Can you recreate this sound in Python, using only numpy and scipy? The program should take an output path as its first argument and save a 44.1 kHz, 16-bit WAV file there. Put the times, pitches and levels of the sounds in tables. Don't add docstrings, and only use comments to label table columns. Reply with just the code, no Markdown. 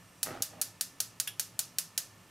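import sys
import numpy as np
from scipy import signal
from scipy.fft import rfft, irfft
from scipy.io import wavfile

SR = 44100
rng = np.random.default_rng(int(sys.argv[2]) if len(sys.argv) > 2 else 0)


def store_pcm(level_fs):
    pcm = np.round(np.clip(level_fs, -1, 1) * 32767).astype(np.int16)
    wavfile.write(sys.argv[1], SR, np.atleast_2d(pcm).T)


N = 101429
TAPS = 16384

# (time [s], level [dB])
FLUTTER = [(.235, -62), (.265, -50), (.315, -46.5), (.345, -46.5), (.38, -48.5), (.41, -53.5), (.45, -62),
           (.52, -66), (.7, -67.5)]


def igniter():
    # (time [s], relative level [dB], extra level of the treble [dB])
    sparks = [(0.2303, -1, 2.5), (0.4222, -0.46, .5), (0.6145, -0.4, 2), (0.8101, -1.5, 1),
              (1.0031, -0.8, 0.5), (1.2, -1.25, .5), (1.3960, -0.64, 0.5), (1.592, -0.1, 0),
              (1.7852, -0.1, 0.5), (1.9776, 0.36, -0.5)]
    # (frequency [Hz], relative level [dB])
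    spark_colour = [(100, -35), (400, -22.5), (640, -9), (760, -21), (880, -13.5), (1160, -17.5),
                    (1290, -8), (1800, -7), (2200, -12.5), (2600, -7.5), (3200, -8.5), (3800, -5),
                    (4700, -1.5), (5700, .5), (8000, 1), (11000, -1), (13300, -2), (14500, -9), (15500, -7),
                    (17000, -32)]
    # (frequency [Hz], relative level [dB])
    burner = [(4432, -0.5), (4882, -4.5), (5490, 0.5), (5683, -10), (6486, -3.5), (7045, -10.5), (7927, -5),
              (8414, -2.5), (9583, 2.5), (10480, 0.5), (10971, 3), (12307, -6)]
    burner_db, burner_t60_s = -7.5, 0.045
    room_db = -8.5
    wander = 0.25
    bright_hz = (6000, 11000)

    out = np.zeros((2, N))
    usual = arc()
    metal = amp(burner_db) * ring([(hz, level, burner_t60_s) for hz, level in burner])
    for s, db, bright_db in sparks:
        snap = np.sqrt(1 - wander) * usual + np.sqrt(wander) * arc()
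        spark = coloured(snap + amp(room_db) * room(), spark_colour) + metal
        shelf = amp(np.interp(np.fft.rfftfreq(TAPS, 1 / SR), bright_hz, [0, bright_db]))
        add(out, s, amp(db) * irfft(rfft(spark) * shelf))
    return out


def arc():
    crack_db, rattle_db = -4, -5
    return amp(crack_db) * crack() + amp(rattle_db) * rattle(t60=0.056, rise_s=0.00099)


def crack():
    # (delay [s], level [dB])
    echoes = [(.00125, -5.5), (.0023, -10), (.0037, -6.5)]
    # (frequency [Hz], side-to-mid level [dB])
    crack_side = [(500, -16), (5000, -14), (8000, -12), (12000, -3.5), (16000, -8)]
    length_s = 0.000702

    gate = np.exp(-(np.arange(TAPS) / SR / length_s) ** 4)
    burst = rng.standard_normal((2, TAPS))
    for _ in range(4):
        phase = np.angle(rfft(gate * burst))
        burst = irfft(np.exp(1j * phase))
    mid, side = rfft(gate * burst)
    burst = unit(gate * spread(mid, side, crack_side))
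    out = burst.copy()
    for delay, db in echoes:
        add(out, delay, amp(db) * burst)
    return out


def ignition():
    # (time [s], level [dB], lowpass edge [Hz])
    pops = [(.2632, -21, 1800), (0.2713, -15, 1890), (0.2824, -16.5, 710), (0.2889, -19, 1890),
            (.3068, -18.5, 1390), (0.3092, -18.5, 1520), (.3145, -16, 453), (.3183, -22, 1300),
            (.3515, -24, 600), (0.4058, -19, 600)]
    # (time [s], level [dB])
    thud = [(.24, -80), (.28, -56), (.31, -49), (.36, -64), (.395, -48.5), (.44, -57), (.52, -67)]
    # (time [s], level [dB])
    puff = [(.48, -73), (.536, -53), (.56, -58), (.598, -53), (.64, -72), (.75, -75)]
    # (frequency [Hz], relative level [dB])
    pop_colour = [(25, -21), (70, -9), (110, -2.5), (180, -6), (270, -0.5), (450, -1.5), (800, -3),
                  (1050, -7), (1300, 0), (4000, -7.5), (16000, -5)]
    flutter_colour = [(25, -10), (70, -7), (110, -3), (180, -19), (260, 4), (380, -3), (520, -4.5),
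                      (780, -0.5), (1000, -12), (1300, -7.5), (2200, -13), (5000, -19.5), (16000, -38)]
    thud_colour = [(20, -22), (70, -17.5), (105, 9), (135, -7), (200, -25), (600, -52)]
    puff_colour = [(30, -16), (105, -2), (180, -8), (260, 1), (400, -8.5), (620, -0.5), (780, -2.5),
                   (1000, -9), (1400, -13), (2500, -14), (16000, -46)]
    rattle_db = -2.5

    out = np.zeros((2, N))
    for s, db, edge_hz in pops:
        push = signal.unit_impulse(TAPS) + amp(rattle_db) * rattle(t60=0.062, rise_s=0.001)
        b, a = signal.butter(2, edge_hz, fs=SR)
        pop = signal.lfilter(b, a, coloured(push, pop_colour))
        add(out, s, amp(db) * unit(pop))
    for curve, colour in (FLUTTER, flutter_colour), (thud, thud_colour), (puff, puff_colour):
        out += amp(level_over_time(curve)) * wash(lambda hz: amp(read(colour, hz)))
    return out


def sputter():
    # (frequency [Hz], relative level [dB])
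    snap_colour = [(100, -20), (500, -6), (1300, 2), (2100, -5), (3200, -12), (8000, -22), (16000, -40)]
    snaps_per_s = 220
    below_flutter_db = -8.5

    chance, size = rng.random(N), rng.standard_normal(N)
    snaps = size * (chance < snaps_per_s / SR)
    grain = coloured(signal.unit_impulse(TAPS)[None], snap_colour)
    crackle = signal.fftconvolve(snaps[None], grain, axes=1)[:, :N]
    crackle = np.sqrt(N) * unit(crackle)
    return crackle * amp(below_flutter_db + level_over_time(FLUTTER))


def under_pan(x, db=-1.5):
    # (frequency [Hz], width [Hz], boost over the direct sound [dB])
    pan_gap = [(261, 27, 4), (505, 25, 4), (624, 29, 7), (796, 33, 6.5), (1253, 78, 6.5), (1890, 79, 4)]
    hollow = np.zeros_like(x)
    for hz, width, boost in pan_gap:
        b, a = signal.iirpeak(hz, hz / width, SR)
        hollow += (amp(boost) - 1) * signal.lfilter(b, a, x)
    return amp(db) * (x + hollow)


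def knob():
    # (frequency [Hz], relative level [dB])
    knob_colour = [(200, -34), (1000, -20), (1500, -6), (2000, -8.5), (2600, -1.5), (3350, 3.5),
                   (4100, -12), (5500, -4.5), (6500, -11), (7300, -3), (8300, -11), (10900, 2),
                   (12800, -12), (13800, -4), (16000, -23)]
    # (frequency [Hz], relative level [dB], time to fall 60 dB [s])
    knob_modes = [(1690, -2, 0.15), (2840, -11, .2), (3340, 2, 0.089), (10870, -3, .07)]
    tick_s = 1.2744
    tick_db, ring_db = -6.5, -17.5
    snap_db, room_db = -8.5, -9.5

    out = np.zeros((2, N))
    blow = amp(snap_db) * crack() + rattle(t60=0.071, rise_s=0.0003) + amp(room_db) * room()
    tick = amp(tick_db) * coloured(blow, knob_colour)
    add(out, tick_s, tick + amp(ring_db) * ring(knob_modes))
    return out


def gas():
    # (frequency [Hz], relative level per Hz [dB])
    hiss_colour = [(20, -4), (50, -0.5), (80, 6), (105, 14.5), (135, 13), (175, 16), (215, 7), (265, 8.5),
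                   (350, 3.5), (800, 1.5), (1300, 4), (1550, -3.5), (2600, -0.5), (3700, -6), (7000, -7),
                   (12000, -9.5), (15400, -17), (16200, -45)]
    # (frequency [Hz], width [Hz], level [dB])
    tones = [(107, 8.9, -67), (896, 8.3, -81), (1772, 79, -72), (2790, 46, -80.5)]
    # (frequency [Hz], width [Hz], level before they sink [dB])
    whistles = [(5710, 200, -74.5), (7350, 180, -80), (8560, 120, -75.5)]
    hiss_db, lit_whistle_db = -58.5, -6.5
    lit_s = (0.33, 0.5)

    def band(centre, width, db):
        return amp(db) * wash(lambda hz: 1 / (1 + ((hz - centre) / width * 2) ** 2))

    hiss = amp(hiss_db) * wash(lambda hz: amp(read(hiss_colour, hz)))
    hum = sum(band(*row) for row in tones)
    whistle = sum(band(*row) for row in whistles)
    sink = amp(np.interp(np.arange(N) / SR, lit_s, [0, lit_whistle_db]))
    return hiss + hum + sink * whistle


def room(build_s=0.0052):
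    # (frequency [Hz], time to fall 60 dB [s])
    room_t60 = [(200, 1.08), (1500, 0.22), (3000, 0.26), (6000, 0.3064), (10000, 0.2376), (15000, 0.1847)]
    # (frequency [Hz], relative level [dB])
    room_colour = [(200, -5.5), (1500, 1), (3000, 3.5), (5500, 1), (8000, -2), (12000, 2), (15500, -0.5),
                   (16500, -29)]
    hz, t, z = signal.stft(noise(TAPS), SR, nperseg=256)
    decay = np.exp(-np.log(1000) * t / read(room_t60, hz)[:, None])
    z = z * amp(read(room_colour, hz))[:, None] * decay
    tail = signal.istft(z, SR)[1][:, :TAPS]
    return unit(tail * np.minimum(np.arange(TAPS) / SR / build_s, 1))


def rattle(t60, rise_s):
    t = np.arange(TAPS) / SR
    decay = np.exp(-np.log(1000) * t / t60)
    return unit(noise(TAPS) * np.minimum(t / rise_s, 1) * decay)


def ring(modes):
    t = np.arange(TAPS) / SR
    out = np.zeros(TAPS)
    for hz, db, t60 in modes:
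        decay = np.exp(-np.log(1000) * t / t60)
        out += amp(db) * decay * np.sin(2 * np.pi * (hz * t + rng.random()))
    return unit(out)


def noise(size):
    # (frequency [Hz], side-to-mid level [dB])
    noise_side = [(30, -21), (100, -25), (300, -14), (1000, -13.5), (2500, -18.5), (5000, -13),
                  (8000, -9.5), (12000, -11), (15000, -25)]
    mid, side = rfft(rng.standard_normal((2, size + size % 2)))
    return spread(mid, side, noise_side)[:, :size]


def spread(mid, side, side_db):
    width = amp(read(side_db, np.linspace(0, SR / 2, len(mid))))
    return irfft((mid + np.outer([1, -1], side * width)) / np.sqrt(1 + width ** 2))


def wash(gain):
    shaped = irfft(rfft(noise(N)) * gain(np.fft.rfftfreq(N, 1 / SR)), N)
    return np.sqrt(N) * unit(shaped)


def coloured(x, points):
    log_gain = np.log(amp(read(points, abs(np.fft.fftfreq(TAPS, 1 / SR)))))
    spectrum = np.exp(signal.hilbert(log_gain).conj())
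    kernel = np.fft.ifft(spectrum).real[:TAPS // 4]
    return signal.fftconvolve(x, unit(kernel)[None], axes=1)[:, :TAPS]


def level_over_time(points):
    s, db = np.transpose(points)
    return np.interp(np.arange(N) / SR, s, db, left=-np.inf, right=-np.inf)


def read(points, hz):
    f, value = np.transpose(points)
    return np.interp(np.log(hz + 1), np.log(f + 1), value)


def amp(db):
    return 10 ** (np.asarray(db) / 20)


def unit(x):
    return x / np.sqrt(np.mean(np.sum(x ** 2, -1)) + 1e-20)


def add(mix, s, sound):
    part = mix[:, round(s * SR):][:, :sound.shape[-1]]
    part += sound[..., :part.shape[1]]


def scene():
    # (frequency [Hz], left level minus right level [dB])
    balance = [(100, -0.65), (400, -.8), (700, -2.8), (1400, -0.88), (3300, -1.1), (6000, -0.82),
               (9000, -1.2), (11500, -1), (13000, 1), (16000, .5)]
    flame = under_pan(ignition() + sputter())
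    mix = igniter() + flame + knob() + gas()
    lean_db = read(balance, np.fft.rfftfreq(N, 1 / SR))
    return irfft(rfft(mix) * amp(np.outer([.5, -.5], lean_db)), N)


def record(dry, ceiling=0.43):
    edge_hz = 16700
    rounded = ceiling * np.tanh(dry / ceiling)
    lowpass = signal.firwin(255, edge_hz, window=("kaiser", 9), fs=SR)
    return signal.oaconvolve(rounded, lowpass[None], "same", axes=1)


dry = scene()
out = record(dry)
store_pcm(out)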